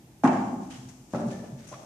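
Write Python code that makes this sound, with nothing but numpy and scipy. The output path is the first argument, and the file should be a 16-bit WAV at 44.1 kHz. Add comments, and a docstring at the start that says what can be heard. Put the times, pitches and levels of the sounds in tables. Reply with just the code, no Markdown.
"""An indoor riding arena, where a horse walks over a low, hollow wooden platform.
Each hoof lands in a quick roll of impacts that excite the modes of the boards, and the deck booms
in its low modes as the hooves land and the weight shifts. Between the thuds the hooves scuff through
sand, and grit and tack tick. The big hall reverberates over a faint, steady rumble."""
import sys
import numpy as np
from scipy import signal
from scipy.fft import rfft, irfft, next_fast_len
from scipy.io import wavfile

SR = 44100
rng = np.random.default_rng(int(sys.argv[2]) if len(sys.argv) > 2 else 0)


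def to_wav(s):
    """Save 16-bit WAV."""
    ch = np.atleast_2d(s).T  # columns
    pcm = np.round(np.clip(ch, -1, 1) * 32767)  # PCM
    wavfile.write(sys.argv[1], SR, pcm.astype(np.int16))


N = 81585
BURST_SAMPLES, TAIL_SAMPLES = SR // 4, SR * 5 // 4

# Modes of the deck: (frequency at pitch ratio 1 [Hz], level [dB], T60 [s], after-ring level [dB])
DECK_MODES = [(117.6, -24, 0.28, -17), (216, -14, 0.097, -10.5), (261.2, -8, 0.058, -9.5),
              (322.7, -7, 0.054, -20), (605, -21.5, 0.038, -17), (666.6, -12.5, 0.039, -69),
              (788.6, -2, 0.041, -13.5), (828.7, -4.5, 0.031, -1), (940, -15, 0.14, -5),
              (1070, -4, 0.054, -41), (1154, -5.5, 0.05, -20), (1543, -18.5, 0.072, -53),
              (1871, -53, 0.029, -25), (2686, -18, 0.033, -23)]


def hooves(attack_s=0.0011, hoof_t60_s=0.08, crack_t60_s=0.073, crack_db=0.5):
    """Impact excitation: each contact rings deck and hoof and cracks; a toe is bright, a sole dull."""
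    # Hoof on board: (time [s], level [dB], pitch ratio of the loaded deck, low edge [Hz],
    # high edge [Hz], hoof resonance [Hz], hoof level [dB], send to the hall [dB])
    contacts = [(.2362, -10.5, 0.9, 543, 1380, 832, 1.5, -2.5), (0.2418, -10, 1, 188, 315, 263, -17, -0.5),
                (0.2481, -13, 1, 520, 1650, 1084, -8, -2),
                (0.2561, -8.5, 0.98, 171, 1260, 265.4, -12.5, -3.5),
                (.2745, -19.5, 0.99, 1000, 2970, 2308, -16, -2.5),
                (1.1351, -19.5, .83, 134, 1090, 643, -26, -1),
                (1.1465, -19.5, 0.72, 296, 1350, 1317, -5, -3),
                (1.158, -18.5, 0.95, 128, 417, 385.6, -8, 1),
                (1.322, -42, 0.76, 1450, 2720, 1752, -2.5, 3.5),
                (1.437, -36, .83, 278.6, 812.2, 461, -3, -4.5),
                (1.715, -32.5, 0.96, 278, 800, 640, -4.5, 1), (1.725, -32, 0.72, 555, 1374, 1035, 2, -11),
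                (1.739, -31, 0.74, 910, 2110, 1134, -4.5, -7.5)]
    # Spectrum of the impact noise: (frequency at pitch ratio 1 [Hz], relative density [dB])
    crack_spectrum = [(50, -26), (110, 8.5), (190, 2.5), (260, 9), (340, -18.5), (430, -39), (620, -6),
                      (820, 9.5), (1150, -6.5), (1500, 0), (2500, -8.5), (3800, -14.5), (8000, 1.5),
                      (14000, -37)]
    knocks, reverberation = np.zeros((2, N)), np.zeros((2, N))
    t = np.arange(BURST_SAMPLES) / SR
    for s, db, pitch, low_hz, high_hz, hoof_hz, hoof_db, hall_db in contacts:
        boards = sum(damped_mode(t, hz * pitch, level, t60) for hz, level, t60, _ in DECK_MODES)
        hoof = damped_mode(t, hoof_hz, hoof_db, hoof_t60_s)
        noise = coloured(diffuse(BURST_SAMPLES), [(hz * pitch, level) for hz, level in crack_spectrum])
        crack = amp(crack_db) * decay(t, crack_t60_s) * noise
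        impact = (boards + hoof + crack) * (1 - np.exp(-t / attack_s))
        knock = amp(db) * butterworth(butterworth(impact, low_hz, "high"), high_hz, "low", order=3)
        add(knocks, knock, s)
        add(reverberation, amp(hall_db) * hall(knock), s)
    return knocks + wall_reflections(knocks) + reverberation


def after_ring(rise_s=0.033):
    """Free vibration: the deck's modes hum on faintly after a full landing."""
    # Full landings: (time [s], level [dB], pitch ratio, high edge [Hz])
    landings = [(.243, -18.5, 0.97, 2610), (1.147, -22.5, .873, 480)]
    # Decay of the hum: (frequency at pitch ratio 1 [Hz], T60 [s])
    hum_t60 = [(120, 1.3), (260, 1.28), (800, 0.65), (1200, 1), (2600, 0.43)]
    out, t = np.zeros(N), np.arange(TAIL_SAMPLES) / SR
    for s, db, pitch, high_hz in landings:
        hum = sum(damped_mode(t, hz * pitch, level, along(hum_t60, hz)) for hz, _, _, level in DECK_MODES)
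        add(out, amp(db) * (1 - np.exp(-t / rise_s)) * butterworth(hum, high_hz, "low"), s)
    return out


def deck_booms(rise_s=0.016, hall_db=-7):
    """Flexural vibration: the deck booms in its low modes as the hooves land and the weight shifts."""
    # Landing or shifting weight: (time [s], level [dB], frequency [Hz])
    loads = [(0.092, -49, 122), (0.2381, -16.5, 259.3), (.43, -38, 124), (0.774, -37.5, 134.7),
             (.85, -38.5, 126), (1.136, -29, 134.5), (1.234, -29.5, 226), (1.265, -29, 133),
             (1.521, -30, 136.3), (1.718, -45.5, 130)]
    out = np.zeros(N)
    for s, db, hz in loads:
        age = np.maximum(np.arange(N) / SR - s, 0)
        swell = (age / rise_s * np.exp(1 - age / rise_s)) ** 2
        out += amp(db) * swell * np.sin(2 * np.pi * hz * age)
    return out + amp(hall_db) * hall(out[None])


def sand_scuffs(grains_per_s=2400, spread_db=1):
    """Granular friction: dense, random impulses of tiny grains merge into a crunch under each scuff."""
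    # Hoof through sand: (time [s], level [dB], rise [s], decay constant [s], upper treble gain [dB])
    scuffs = [(0.233, -39, 0.0075, 0.024, -1), (.272, -37, 0.0028, 0.01, -10), (.58, -56, .06, .06, -3),
              (0.698, -45, 0.01, 0.086, -3), (0.736, -48, .01, 0.039, -10), (0.874, -53, 0.022, 0.018, 2.5),
              (1.095, -51.5, 0.044, 0.026, -1), (1.132, -45.5, 0.024, 0.076, -6),
              (1.189, -66, 0.0053, .03, 5), (1.263, -53, 0.022, .05, 1), (1.3, -43.5, 0.008, .05, -6.5),
              (1.431, -51.5, 0.0081, 0.046, -15), (1.573, -52, 0.017, 0.24, -5),
              (1.667, -50, 0.013, 0.041, 3.5), (1.716, -49, 0.008, 0.065, -10.5)]
    # Spectrum of the grains: (frequency [Hz], relative density [dB])
    sand_spectrum = [(200, 2), (600, 3.5), (1200, 7.5), (2300, -1), (3200, -4.5), (4300, -3.5), (6200, 2.5),
                     (8500, -4.5), (11000, -8.5), (14500, -25)]
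    out, t = np.zeros((2, N)), np.arange(2 * BURST_SAMPLES) / SR
    for s, db, rise_s, decay_s, treble_db in scuffs:
        grains = (rng.random((2, t.size)) < grains_per_s / SR) * rng.standard_normal((2, t.size))
        grains *= amp(spread_db * rng.standard_normal(t.size))
        crunch = equalised(coloured(grains, sand_spectrum), [(3500, 0.0043), (7000, treble_db)])
        envelope = np.minimum(t / rise_s, 1) * np.exp(-np.maximum(t - rise_s, 0) / decay_s)
        add(out, amp(db) * envelope * crunch, s)
    return out


def ticks(relative_width=0.14):
    """Narrow-band transients: grit and tack tick and rasp high in the treble."""
    # Noise bursts: (time [s], level [dB], centre frequency [Hz], decay constant [s])
    bursts = [(0.71, -54.5, 3090, 0.042), (.739, -56.5, 6510, 0.0074), (0.744, -53, 3080, 0.014),
              (0.888, -58, 5800, 0.017), (1.191, -57, 8600, .003), (1.203, -48, 6500, 0.0036),
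              (1.266, -54, 9340, 0.0064), (1.675, -56, 10030, 0.011), (1.691, -55.5, 6000, 0.058)]
    out, t = np.zeros((2, N)), np.arange(BURST_SAMPLES) / SR
    for s, db, centre_hz, decay_s in bursts:
        noise = diffuse(BURST_SAMPLES)
        band = unit_rms(filtered(noise, lambda hz: np.exp(-((hz / centre_hz - 1) / relative_width) ** 2)))
        add(out, amp(db) * np.exp(-t / decay_s) * band, s)
    return out


def wall_reflections(x, top_hz=700):
    """Specular reflection: each near wall returns one delayed, dull copy."""
    # Near walls: (delay [s], gain [dB])
    walls = [(.073, -29), (.094, -14)]
    copies = filtered(x, lambda hz: sum(amp(db) * np.exp(-2j * np.pi * hz * s) for s, db in walls))
    return butterworth(copies, top_hz, "low")


def hall(x, build_s=0.022):
    """Reverberation: each frequency decays at its own rate, and the far end returns the bass late."""
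    # Reverberation time: (frequency [Hz], T60 [s])
    hall_t60 = [(80, 1.24), (250, 1.204), (500, 0.98), (900, 0.99), (2000, 0.64), (4000, 0.99), (8000, 1.8),
                (14000, 0.44)]
    # Strength of the reverberant field: (frequency [Hz], gain [dB])
    hall_gain = [(60, -1), (130, 4.5), (250, 2.5), (450, 5.5), (800, 6), (1300, 4), (2500, 3.5), (6000, 7),
                 (14000, 7.5)]
    return_s, return_width_s, return_db, bass_hz = 0.37, 0.067, 5, 484
    drop_s, drop_db = 0.434, 1  # after the return the bass falls away
    hz, t, spectrogram = signal.stft(diffuse(TAIL_SAMPLES), SR, nperseg=512)
    t60 = along(hall_t60, hz)[:, None]
    fade = decay(t, t60) * np.sqrt(2 * np.log(1000) / (t60 * SR))  # equal energy for any T60
    late_db = return_db * np.exp(-((t - return_s) / return_width_s) ** 2) - drop_db * (t > drop_s)
    gain_db = along(hall_gain, hz)[:, None] + late_db / (1 + (hz[:, None] / bass_hz) ** 2)
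    tail = signal.istft(spectrogram * fade * amp(gain_db), SR, nperseg=512)[1]
    swell = 1 - np.exp(-np.arange(tail.shape[1]) / SR / build_s)
    return signal.fftconvolve(x, tail * swell, axes=1)[:, :N]


def room_tone(level_db=-53.5):
    """Stationary background noise: the hall's low rumble and faint hiss."""
    # Spectrum of the background: (frequency [Hz], relative density [dB])
    air_spectrum = [(20, -43), (54, -13.5), (87, -17), (129, -9), (173, -14.5), (335, -15), (440, -27.5),
                    (850, -27.5), (1250, -36.5), (2570, -36.5), (4140, -40.5), (6300, -37), (9500, -40.5),
                    (14000, -43.5)]
    return amp(level_db) * coloured(diffuse(next_fast_len(N))[:, :N], air_spectrum)


def diffuse(size):
    """Diffuse field: stereo white noise from all round, coherent in the bass, unrelated in the treble."""
    # Likeness of left and right: (frequency [Hz], correlation)
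    coherence = [(60, .98), (280, 0.97), (620, 0.74), (1350, 0.023), (3000, .01)]
    angle = np.arccos(np.clip(along(coherence, np.fft.rfftfreq(size, 1 / SR)), -1, 1)) / 2
    spectra = rfft(rng.standard_normal((2, size)))
    mid, side = irfft(spectra * np.array([np.cos(angle), np.sin(angle)]), size)
    return np.array([mid + side, mid - side])


def damped_mode(t, hz, db, t60):
    """Damped harmonic oscillator: an exponentially decaying sine."""
    return amp(db) * decay(t, t60) * np.sin(2 * np.pi * hz * t)


def decay(t, t60):
    """Exponential decay of 60 dB in t60 seconds."""
    return np.exp(-np.log(1000) * t / t60)


def amp(db):
    """Decibels to amplitude ratio."""
    return 10 ** (np.asarray(db) / 20)


def unit_rms(x):
    """Normalisation to rms 1."""
    return x / np.sqrt(np.mean(x ** 2) + 1e-20)


def along(points, hz):
    """Interpolation of (frequency [Hz], value) points on a logarithmic frequency axis."""
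    frequencies, values = np.transpose(points)
    return np.interp(np.log(hz + 1), np.log(frequencies + 1), values)


def filtered(x, response):
    """Linear filtering: the spectrum of x times a frequency response."""
    size = next_fast_len(x.shape[-1] + 8192)
    return irfft(rfft(x, size) * response(np.fft.rfftfreq(size, 1 / SR)), size)[..., :x.shape[-1]]


def equalised(x, curve):
    """Zero-phase filtering by a (frequency [Hz], gain [dB]) curve."""
    return filtered(x, lambda hz: amp(along(curve, hz)))


def coloured(x, spectrum):
    """Spectral shaping, normalised to rms 1."""
    return unit_rms(equalised(x, spectrum))


def butterworth(x, hz, kind, order=2):
    """Causal high-pass or low-pass filtering."""
    return signal.sosfilt(signal.butter(order, min(hz, SR / 2 - 1), kind, fs=SR, output="sos"), x)


def add(out, x, s):
    """Superposition of x on out, starting at s seconds."""
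    start = max(round(s * SR), 0)
    out[..., start:start + x.shape[-1]] += x[..., :N - start]


def scene(grit_hall_db=-8.5):
    """Superposition: wood, sand and hall sum at two microphones that differ in the treble."""
    # Response of each microphone: (frequency [Hz], gain [dB])
    left_response = [(100, -4), (300, 2.8), (1000, -7.1), (2500, 1.1), (4300, -0.5), (6300, 4.5), (8500, 3),
                     (12000, -3.5)]
    right_response = [(100, -3.5), (300, 1.8), (1000, -6.93), (2500, 1.5), (4300, 1), (6300, -8),
                      (8500, -0.5), (12000, -12)]
    grit = sand_scuffs() + ticks()
    left, right = hooves() + after_ring() + deck_booms() + grit + amp(grit_hall_db) * hall(grit)
    return room_tone() + np.array([equalised(left, left_response), equalised(right, right_response)])


def record(dry, top_hz=14540):
    """Band limiting: an ideal low-pass removes the highest treble."""
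    return filtered(dry, lambda hz: hz < top_hz)


dry = scene()
out = record(dry)
to_wav(out)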